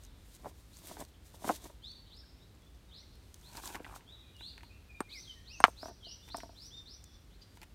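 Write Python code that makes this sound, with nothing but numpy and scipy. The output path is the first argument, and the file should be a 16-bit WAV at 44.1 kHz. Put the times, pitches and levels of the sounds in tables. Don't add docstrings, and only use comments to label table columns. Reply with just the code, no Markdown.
import sys
import numpy as np
from scipy import signal
from scipy.fft import rfft, irfft, next_fast_len
from scipy.io import wavfile
from scipy.ndimage import uniform_filter1d

SR = 44100
rng = np.random.default_rng(int(sys.argv[2]) if len(sys.argv) > 2 else 0)


def store_wav(level_fs):
    pcm = np.round(np.clip(np.atleast_2d(level_fs), -1, 1) * 32767)
    wavfile.write(sys.argv[1], SR, pcm.T.astype(np.int16))


def nominal_scale(level):
    x = np.asarray(level, float) / 20
    return 10 ** x


N = 341334


def knocks(events, body, fall=0.72, blow_cycles=0.6, crack_s=0.012, soft=0.28, detune=0.06, rise=1.18,
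           near_db=-3):
    out, t = np.zeros(N), np.arange(3000) / SR
    for s, db, hz, ring_db, crack_db in events:
        cycles = t * hz
        swing = cycles / blow_cycles
        blow = -np.sin(2 * np.pi * 1.201 * cycles ** fall) * swing ** rise * np.exp(1 - swing ** 1.15)
        push = np.exp(-((cycles[:200] - 1) / soft) ** 2)
        place = rng.standard_normal((len(body), 2))
        modes = [(f * (1 + detune * a), g + 2.9 * b, t60) for (f, g, t60), (a, b) in zip(body, place)]
        low = np.convolve(ring(t, modes), push / push.sum())[:len(t)]
        grit = shape(rng.standard_normal(len(t)), [(1500, -16), (3500, -8), (7000, -3), (14000, -11)])
        crack = grit * nominal_scale(-60 * t / crack_s) * np.minimum(cycles, 1)
        rocks_nearby = signal.fftconvolve(blow, tail(0.053, size=2000))[:len(t)]
        blow += nominal_scale(near_db) * rocks_nearby
        knock = blow + nominal_scale(ring_db) * low + nominal_scale(crack_db - 9.5) * crack
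        add(out, s + 0.001, nominal_scale(db) * knock)
    return out


# t/s, peak level/dB, blow f/Hz, body ring level/dB, crack level/dB
CLACK = [
    (5.63925, 0, 1215, -12.5, -16),
    (5.6436, -15.5, 1157, -15, -25),
    (5.65030, -15.5, 1340, -14.5, -23),
]
# f/Hz, level/dB, t60/s
STRUCK_STONE = [(700, -3, .035), (909.5, -5, .025), (1210, -8.5, .022), (1630., -9.5, 0.01),
                (2400, -1, 0.012), (2900, 0.5, .014), (3600, -6, .010), (4200., -11.5, 0.014),
                (6300., -15, 0.015)]


def clack():
    return knocks(CLACK, STRUCK_STONE, fall=0.72, blow_cycles=1.0, crack_s=0.041, soft=0.055,
                  detune=0.013, rise=0.4, near_db=-9)


# t/s, peak level/dB, blow f/Hz, body ring level/dB, crack level/dB
DRAGGED = [(0.445, -39, 910, -20, -26), (0.457, -33, 776, -3, -27), (0.465, -32, 660, -1, -20),
           (0.912, -36.5, 770, -6, -13), (0.968, -35.5, 965, -5, -6), (1.012, -42, 950, -20, -10),
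           (1.05, -62, 1630, -13, -5.5), (1.34, -53, 950, -10, -10), (1.42, -45, 678, 4, -21),
           (1.443, -28, 780, -7, -26), (1.454, -44, 660, -14, -10), (1.47, -46, 616, -19, -16),
           (1.476, -33, 950, 7, -28), (1.654, -41.5, 700, -38, -18.5), (1.698, -47.5, 746, -14, -23),
           (3.801, -36.5, 630, 2.5, -23)]
DROPPED = [
    (1.4904, -23, 1600, -8, -34),
    (1.4948, -17.5, 900, -3, -36),
    (1.4985, -23, 750, 0, -36),
    (1.5050, -27, 1150, 3, -32),
]
# f/Hz, level/dB, t60/s
BIG_STONE = [(303, -17, 0.1), (388, -3, 0.021), (642, -6.5, 0.038), (950, -8, 0.039), (1430, -31, 0.025),
             (1650, -17, 0.033), (2030, -23, 0.08)]


def big_stone():
    dropped = knocks(DROPPED, BIG_STONE, fall=0.72, blow_cycles=1.0, rise=0.95, near_db=-2.5)
    return knocks(DRAGGED, BIG_STONE) + dropped


# t/s, peak level/dB, blow f/Hz, body ring level/dB, crack level/dB
TAPPED = [
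    (5.0042, -21, 1130., -7, 5),
    (5.6020, -22, 1020., -10.5, 4),
    (5.6805, -28, 800., -5, -31),
]
# f/Hz, level/dB, t60/s
FLAT_STONE = [(282, 2.5, .014), (419, -1.5, 0.023), (765, -7.5, 0.022), (988., -16, .020),
              (1680., -3, 0.023)]


def flat_stone():
    return knocks(TAPPED, FLAT_STONE)


# t/s, peak level/dB
SETTLING = [(5.829, -33.5), (5.856, -37), (5.882, -40), (5.895, -46), (5.909, -56), (6.067, -77.5),
            (6.344, -27), (6.38, -47.5), (6.432, -42), (6.457, -65), (6.492, -52.5), (6.529, -71.5)]
# f/Hz, level/dB, t60/s
PERCHED_STONE = [(286, -14.5, 0.081), (416, -6, 0.018), (670, 0, 0.045), (910, -8, 0.066),
                 (1470, -5, 0.017), (1890, -10, 0.031)]


def settling_stone():
    events = alike(SETTLING, hz=1095, ring_db=3.5, crack_db=-15, gentle=0.62)
    return knocks(events, PERCHED_STONE, fall=0.69, blow_cycles=0.77, detune=0.02)


# t/s, peak level/dB, body ring level/dB, crack level/dB
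RUMMAGED = [(3.573, -41, -19, -5), (3.589, -42, -23, 0), (3.636, -34.5, -6.5, -12.5), (3.659, -40, -13, -2),
            (3.702, -48, 5, -4.5), (3.763, -37, -2, -20.5), (3.864, -38, -9, -23), (3.895, -41.5, -19, -17),
            (3.91, -43, -12, -18), (3.925, -41.5, -13, -15), (3.552, -50, -13, -12), (3.939, -39, -30, -10),
            (3.961, -37, -28, -7)]
CLINKED = [
    (3.746, -33, -38, -19),
    (3.754, -31, -29, 9),
    (3.845, -33.5, -13.5, -23),
    (3.85, -39, -12, -22),
    (4.007, -48, -11, -24),
    (4.408, -42, -7.5, -10),
    (4.632, -40.5, -11.5, 1),
    (6.4025, -37, -18, 3),
    (4.578, -37, -15.5, 2.5),
    (4.607, -44, -29, -2),
]
# t/s, peak level/dB
SNAPPED = [
    (6.2781, -50),
    (6.2866, -41.5),
    (6.2992, -52),
    (7.5711, -47.5),
    (7.6156, -44.5),
    (7.6214, -45),
    (7.6298, -40),
    (7.6374, -51),
]
# f/Hz, level/dB, t60/s
PEBBLES = [(372, -4.5, 0.027), (872, -1, 0.0094), (930, -1, 0.045), (1520, -3, 0.031), (2410, -4.5, 0.032),
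           (2740, -15.5, 0.019)]


def pebbles():
    turned = pitched(RUMMAGED, hz=1060) + pitched(CLINKED, hz=2200)
    snapped = alike(SNAPPED, hz=2610, ring_db=-11, crack_db=1, gentle=0.5)
    out = knocks(turned, PEBBLES, fall=0.76, blow_cycles=0.62, detune=0.026)
    return out + knocks(snapped, PEBBLES)


def pitched(rows, hz):
    return [(s, db, hz, ring_db, crack_db) for s, db, ring_db, crack_db in rows]


def alike(rows, hz, ring_db, crack_db, gentle):
    return [(s, db, hz, ring_db - gentle * (db + 41), crack_db) for s, db in rows]


# t/s, peak level/dB, f/Hz
TICKS = [(0.0362, -45.5, 6500), (0.0498, -46.5, 6500), (0.35, -47, 9550), (0.7697, -46, 7300),
         (0.7875, -44, 9310), (0.8712, -37, 11900), (1.004, -39, 8060), (1.039, -49, 6600),
         (1.6417, -43, 7250), (.0655, -55, 6500), (1.918, -50.5, 6000), (2.168, -56, 6800),
         (2.55, -62, 7500), (2.62, -59, 5480), (2.648, -63, 8000), (2.748, -62, 5500), (7.573, -51.5, 4300),
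         (7.6164, -43.5, 4430), (7.63, -50, 3020), (3.155, -53, 4670), (3.343, -39, 4500),
         (3.571, -35, 4930), (3.657, -32.5, 7740), (3.675, -31.5, 4630), (3.413, -54, 6200),
         (3.515, -49, 5000), (3.5329, -44.5, 7050), (4.366, -51, 5230), (1.05, -45.5, 5300),
         (6.3634, -45, 5300), (6.3691, -34.5, 9100), (6.374, -49, 5500), (6.385, -42, 5400),
         (6.4335, -51, 5940), (7.041, -43, 7060)]
# t/s, level/dB
CHIP = [
    (5.005, -38.5),
    (5.603, -39),
    (5.667, -55.5),
    (5.693, -54.5),
]
# f/Hz, level/dB, t60/s
CHIP_MODES = [(8570, -4, 0.045), (8670, -3.5, .05), (8400, -8.5, 0.015), (12360, -12.5, .04)]


def grit():
    out, t = np.zeros(N), np.arange(3000) / SR
    for s, db, hz in TICKS:
        colour = [(0.59 * hz, -18), (hz, 0), (1.18 * hz, -10), (16000, -11)]
        snap = shape(rng.standard_normal(len(t)), colour) * nominal_scale(-60 * t / 0.011)
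        add(out, s, nominal_scale(db + 9) * snap)
    for s, db in CHIP:
        add(out, s, nominal_scale(db) * ring(t, CHIP_MODES))
    return out


def stones_on_bank():
    stones = clack() + big_stone() + flat_stone() + settling_stone() + pebbles() + grit()
    stones = signal.sosfilt(signal.butter(3, 200, "high", fs=SR, output="sos"), stones)
    return stones + nominal_scale(-42) * signal.fftconvolve(stones, tail(0.3, size=20000))[:N]


# t/s of the peak, level/dB, swell/s, fade/s (over 20 dB)
GRIND = [(.462, -43, 0.08, .09), (.92, -40.5, 0.13, 0.091), (1.016, -35.5, 0.073, 0.031),
         (1.342, -47, .006, 0.075), (1.448, -32, 0.017, 0.13), (1.49, -42, 0.12, .07),
         (1.66, -38, 0.05, 0.018), (1.7, -44, 0.023, 0.034), (3.584, -47, 0.15, 0.09),
         (3.638, -46.5, 0.019, 0.014), (3.66, -44.5, 0.012, 0.35), (3.752, -37, 0.05, 0.042),
         (3.946, -54, 0.48, 0.049), (5.9, -57.5, 0.21, 0.018)]


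def grinding():
    t = np.arange(3000) / SR
    big = np.arange(N) < 3 * SR
    stone, drag = np.zeros(N), strokes(GRIND)
    for mask, body in ((big, BIG_STONE), (~big, PEBBLES)):
        for shift in (0.92, 0.98, 1.03, 1.09):
            slips = grains(260, 3.4) * drag * mask
            held_body = [(hz * shift, db, 0.55 * t60) for hz, db, t60 in body]
            stone += signal.oaconvolve(slips, ring(t, held_body))[:N]
    return nominal_scale(-9) * shape(stone, [(120, -7.5), (260, -4)])


# t/s of the peak, level/dB, swell/s, fade/s (over 20 dB)
RUSTLE = [(.054, -64.5, 0.11, 0.017), (.366, -59.5, 0.21, 0.021), (.5, -61.5, 0.24, 0.027),
          (.6, -66.5, 0.16, 0.12), (.792, -60, 0.2, 0.11), (.882, -51.5, 0.12, 0.14),
          (.92, -52, .05, 0.092), (1.09, -68, .04, .03), (1.01, -51, 0.063, 0.047),
          (1.268, -62, 0.055, .12), (1.35, -59, 0.035, 0.087), (1.485, -44.5, 0.083, 0.072),
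          (1.52, -47.5, .1, 0.068), (1.56, -49.5, 0.19, 0.037), (1.648, -55, 0.087, 0.088),
          (3.418, -67, 0.041, 0.14), (3.572, -52.5, 0.084, 0.12), (3.665, -46.5, 0.082, 0.1),
          (3.754, -53.5, 0.47, 0.044), (3.936, -64, 0.35, .03), (3.958, -50, 0.019, 0.037),
          (4.41, -68.5, 0.12, 0.28), (4.632, -64.5, .005, .03), (5.14, -64, 0.093, 0.38),
          (5.67, -55, 0.0042, 0.061), (5.894, -62, 0.25, 0.0097), (6.294, -62, 0.1, 0.013),
          (6.376, -62, 0.034, 0.14), (6.6, -72, 0.029, .2), (6.668, -64, 0.21, 0.04), (7.574, -68, .1, .01),
          (7.634, -58, 0.021, .014)]
# f/Hz, level/dB per Hz
CLOTH = [(710, -28), (1200, -10), (2710, -6), (3550, -2), (4800, -3.5), (8000, -3.5), (13500, -5),
         (16000, -5.5)]
FOLDS_HZ = [1500, 3500, 6000, 9500, 13500]


def rustle():
    crackle = unit(grains(3000, 3))
    hiss = unit(shape(crackle + 1.3 * rng.standard_normal(N), CLOTH))
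    folds = np.zeros(N)
    for hz in FOLDS_HZ:
        folds += shape(hiss, [(hz / 1.8, -20), (hz, 0), (hz * 4.8, -20)]) * nominal_scale(2 * walk(25))
    cloth = unit(0.5 * hiss + folds) * nominal_scale(1.5 * walk(60) + 3)
    return cloth * strokes(RUSTLE)


# t/s, length/s, top f/Hz
SONG = [
    (5.449, 0.15, 6520),
    (5.75, 0.14, 6070),
    (6.019, 0.14, 6030),
    (6.285, 0.12, 5907),
    (6.547, 0.15, 6010),
    (6.846, 0.13, 5990),
]
# t/s, length/s, first f/Hz, last f/Hz, level/dB
RISING = [
    (0.711, 0.065, 3200, 4780, -67),
    (1.817, 0.12, 2900, 4580, -55),
    (2.04, 0.1, 2600, 3800, -73),
    (2.102, 0.11, 2745, 5520, -58),
    (2.386, 0.063, 3250, 4020, -73),
    (3.42, 0.083, 2950, 4460, -63),
    (4.063, .089, 3020, 3953, -56),
    (5.089, 0.013, 3160, 4830, -61),
    (5.097, 0.135, 2750, 6240, -54),
]
# t/s, length/s, first f/Hz, last f/Hz, level/dB
HELD = [
    (4.882, 0.073, 2697, 2395, -58.5),
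]
# t/s, length/s, first f/Hz, last f/Hz, level/dB
SLIDES = [
    (1.135, 0.011, 3600, 2900, -68),
    (2.06, .008, 4220, 3400, -63),
    (4.713, 0.035, 2520, 2837, -65.5),
    (5.22, 0.037, 4800, 3084, -58),
    (6.95, .08, 3530, 3530, -69),
]
# t/s, length/s, first f/Hz, level/dB
PEEPS = [
    (2.878, 0.034, 3850, -68),
    (4.219, 0.079, 2540, -74.5),
    (4.341, 0.061, 2950, -64),
    (4.691, 0.03, 2580, -64),
    (5.355, 0.046, 1920, -63),
    (7.049, 0.062, 3570, -72.5),
]


def calls():
    song = [(s, length, 3000, top_hz, -56, 2) for s, length, top_hz in SONG]
    rising = [(*row, 2.2) for row in RISING]
    held = [(*row, 4.7) for row in HELD]
    slides = [(*row, 0.98) for row in SLIDES]
    peeps = [(s, length, hz, 0.92 * hz, db, 0.98) for s, length, hz, db in PEEPS]
    return song + rising + held + slides + peeps


# t/s, length/s, first f/Hz, last f/Hz, level/dB
NEAR_NOTES = [
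    (2.232, .016, 1650, 1550, -60),
    (3.026, .012, 2100, 2100, -66),
    (4.512, .036, 4700, 1600, -67),
    (2.61, .08, 3330, 3520, -68),
    (4.955, .05, 3700, 3690, -68),
    (5.03, .035, 2450, 2430, -68),
    (5.075, .045, 2050, 2420, -63),
    (5.27, .058, 3300, 2960, -48),
    (6.222, .056, 3520, 3580, -57),
]
# t/s, f/Hz
WARBLE = [
    [(5.112, 2590), (5.135, 2540), (5.16, 2200), (5.185, 2060), (5.212, 2120)],
    [(5.488, 2620), (5.505, 2460), (5.535, 2900), (5.56, 2600), (5.575, 2550), (5.6, 2800)],
    [(4.378, 2730), (4.395, 3400), (4.415, 3860), (4.44, 4130), (4.465, 4290), (4.495, 4710), (4.52, 5100)],
    [(4.42, 2550), (4.432, 3300), (4.455, 3750), (4.465, 4200), (4.5, 4340)],
    [(6.697, 2465), (6.712, 3250), (6.74, 3620), (6.775, 3660), (6.8, 3600), (6.83, 3603)],
]
WARBLE_DB = [-53, -52, -49, -48.5, -51]


def open_birds():
    near = sing([(*row, 0.98) for row in NEAR_NOTES])
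    for rows, db in zip(WARBLE, WARBLE_DB):
        s, hz = np.transpose(rows)
        t = np.arange(s[0], s[-1], 1 / SR)
        swell = signal.windows.tukey(len(t), 0.55)
        add(near, s[0], whistle(np.interp(t, s, hz), nominal_scale(db) * swell))
    throat = [(2800, -28), (3300, -15), (4300, -13), (4750, -3), (5200, -18), (6800, -22), (7500, -35)]
    rasp = shape(rng.standard_normal(1800), throat)
    add(near, 7.405, nominal_scale(-57) * unit(rasp) * np.hanning(len(rasp)))
    return near


# t/s, length/s, first f/Hz, last f/Hz, level/dB
HIDDEN = [
    (2.928, 0.027, 3700, 3300, -69),
    (2.937, 0.047, 3900, 4600, -62),
    (1.815, 0.083, 3800, 7000, -70),
    (2.906, 0.057, 2865, 4900, -61),
    (2.93, 0.091, 4100, 6400, -64.5),
    (2.937, 0.077, 3550, 4600, -63.5),
    (7.29, 0.074, 2600, 4890, -74.5),
    (6, 0.1, 3400, 2700, -58),
]
# f/Hz, level/dB
TREES = [(1800, -6), (3000, -1), (3800, -0.5), (6500, -3.5)]


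def birds():
    whistles, near, hidden = sing(calls()), open_birds(), sing([(*row, 0.98) for row in HIDDEN])
    early = nominal_scale(-4) * tail(0.16, size=40000)
    late = nominal_scale(-4.5) * tail(0.83, size=40000)
    trees = shape(early + late, TREES)
    echo = signal.fftconvolve(whistles + hidden + nominal_scale(-10) * near, trees)[:N]
    direct = (nominal_scale(-6) * whistles + near) * nominal_scale(3.1 * walk(150))
    return direct + nominal_scale(9.5) * echo * nominal_scale(4.5 * walk(30))


def sing(rows):
    out = np.zeros(N)
    for s, length, first_hz, last_hz, db, bend in rows:
        u = np.arange(int(length * SR)) / (length * SR)
        swell = np.clip(np.minimum(u / 0.2, (1 - u) / 0.26), 0, 1)
        glide = first_hz + (last_hz - first_hz) * (1 - (1 - u) ** bend)
        add(out, s, whistle(glide, nominal_scale(db) * swell))
    return out * nominal_scale(2 * walk(120))


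def whistle(hz, size):
    waver = uniform_filter1d(rng.standard_normal(len(hz)), size=150) * np.sqrt(150)
    phase = 2 * np.pi * np.cumsum(hz * (1 + 0.007 * waver)) / SR
    return size * (np.sin(phase) + nominal_scale(-24) * np.sin(2 * phase) + nominal_scale(-34.5) * np.sin(3 * phase))


# t/s of the peak, level/dB, swell/s, fade/s (over 20 dB)
SHRILL = [
    (.08, -69.5, .5, .4),
    (.3, -79, 0.51, 1.),
    (1.6, -67, 0.27, 0.33),
]
# f/Hz, level/dB
SHRILL_BAND = [(2900, -28), (3400, 0), (3900, 3), (4500, -20)]


def insects():
    return unit(shape(rng.standard_normal(N), SHRILL_BAND)) * strokes(SHRILL) * nominal_scale(3 * walk(27.7))


# f/Hz, level/dB per Hz
BANK = [(88, -29.5), (150, 1), (291, -3), (662, -13), (2100, -18.5), (4080, -19), (8000, -31), (16000, -28)]


def stream():
    return unit(shape(rng.standard_normal(N), BANK)) * nominal_scale(-63.5 + 0.92 * walk(5.1))


# f/Hz, level/dB per Hz
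RUMBLE = [(20, -30), (35, -9.5), (50, 0.5), (61, 1.5), (75, -4.5), (100, -4), (140, -16.5), (250, -41.5)]


def far_rumble():
    return unit(shape(rng.standard_normal(N), RUMBLE)) * nominal_scale(-56.5 + walk(3.8))


def shape(x, points):
    hz, db = np.transpose(points)
    size = next_fast_len(len(x))
    f = np.fft.rfftfreq(size, 1 / SR) + 1
    gain = nominal_scale(np.interp(np.log(f), np.log(hz), db))
    return irfft(rfft(x, size) * gain, size)[:len(x)]


def unit(x):
    return x / np.sqrt(np.mean(x ** 2))


def add(track, s, x):
    i = int(s * SR)
    track[i:i + len(x)] += x[:len(track) - i]


def ring(t, modes):
    return sum(nominal_scale(db) * np.sin(2 * np.pi * hz * t) * nominal_scale(-60 * t / t60) for hz, db, t60 in modes)


def walk(rate):
    k = int(SR / rate)
    held = np.repeat(rng.standard_normal(N // k + 1), k)
    return 0.57 * uniform_filter1d(uniform_filter1d(held, k), k)[:N]


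def grains(rate, scatter_db):
    hits = (rng.random(N) < rate / SR) * rng.standard_normal(N)
    return hits * nominal_scale(scatter_db * np.minimum(rng.exponential(size=N), 3.5))


def tail(t60, size):
    echo = rng.standard_normal(size) * nominal_scale(-60 * np.arange(size) / SR / t60)
    return echo / np.sqrt(np.sum(echo ** 2))


def strokes(rows):
    t, db = np.arange(N) / SR, np.full(N, -200.0)
    for s, peak_db, swell, fade in rows:
        db = np.maximum(db, peak_db - 20 * np.maximum((s - t) / swell, (t - s) / fade))
    return nominal_scale(db)


def scene():
    close = stones_on_bank() + grinding() + rustle()
    return (close + birds() + insects() + stream() + far_rumble())[None]


def band_limit(x):
    return signal.sosfilt(signal.butter(12, 15850, fs=SR, output="sos"), x)


# f/Hz, level/dB
MIC = [(9300, -1), (10300, -6.5), (11300, -3), (15500, -7), (16000, -10.5)]


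def record(dry):
    mix = shape(dry[0], MIC)[None]
    return band_limit(mix)


dry = scene()
out = record(dry)
store_wav(out)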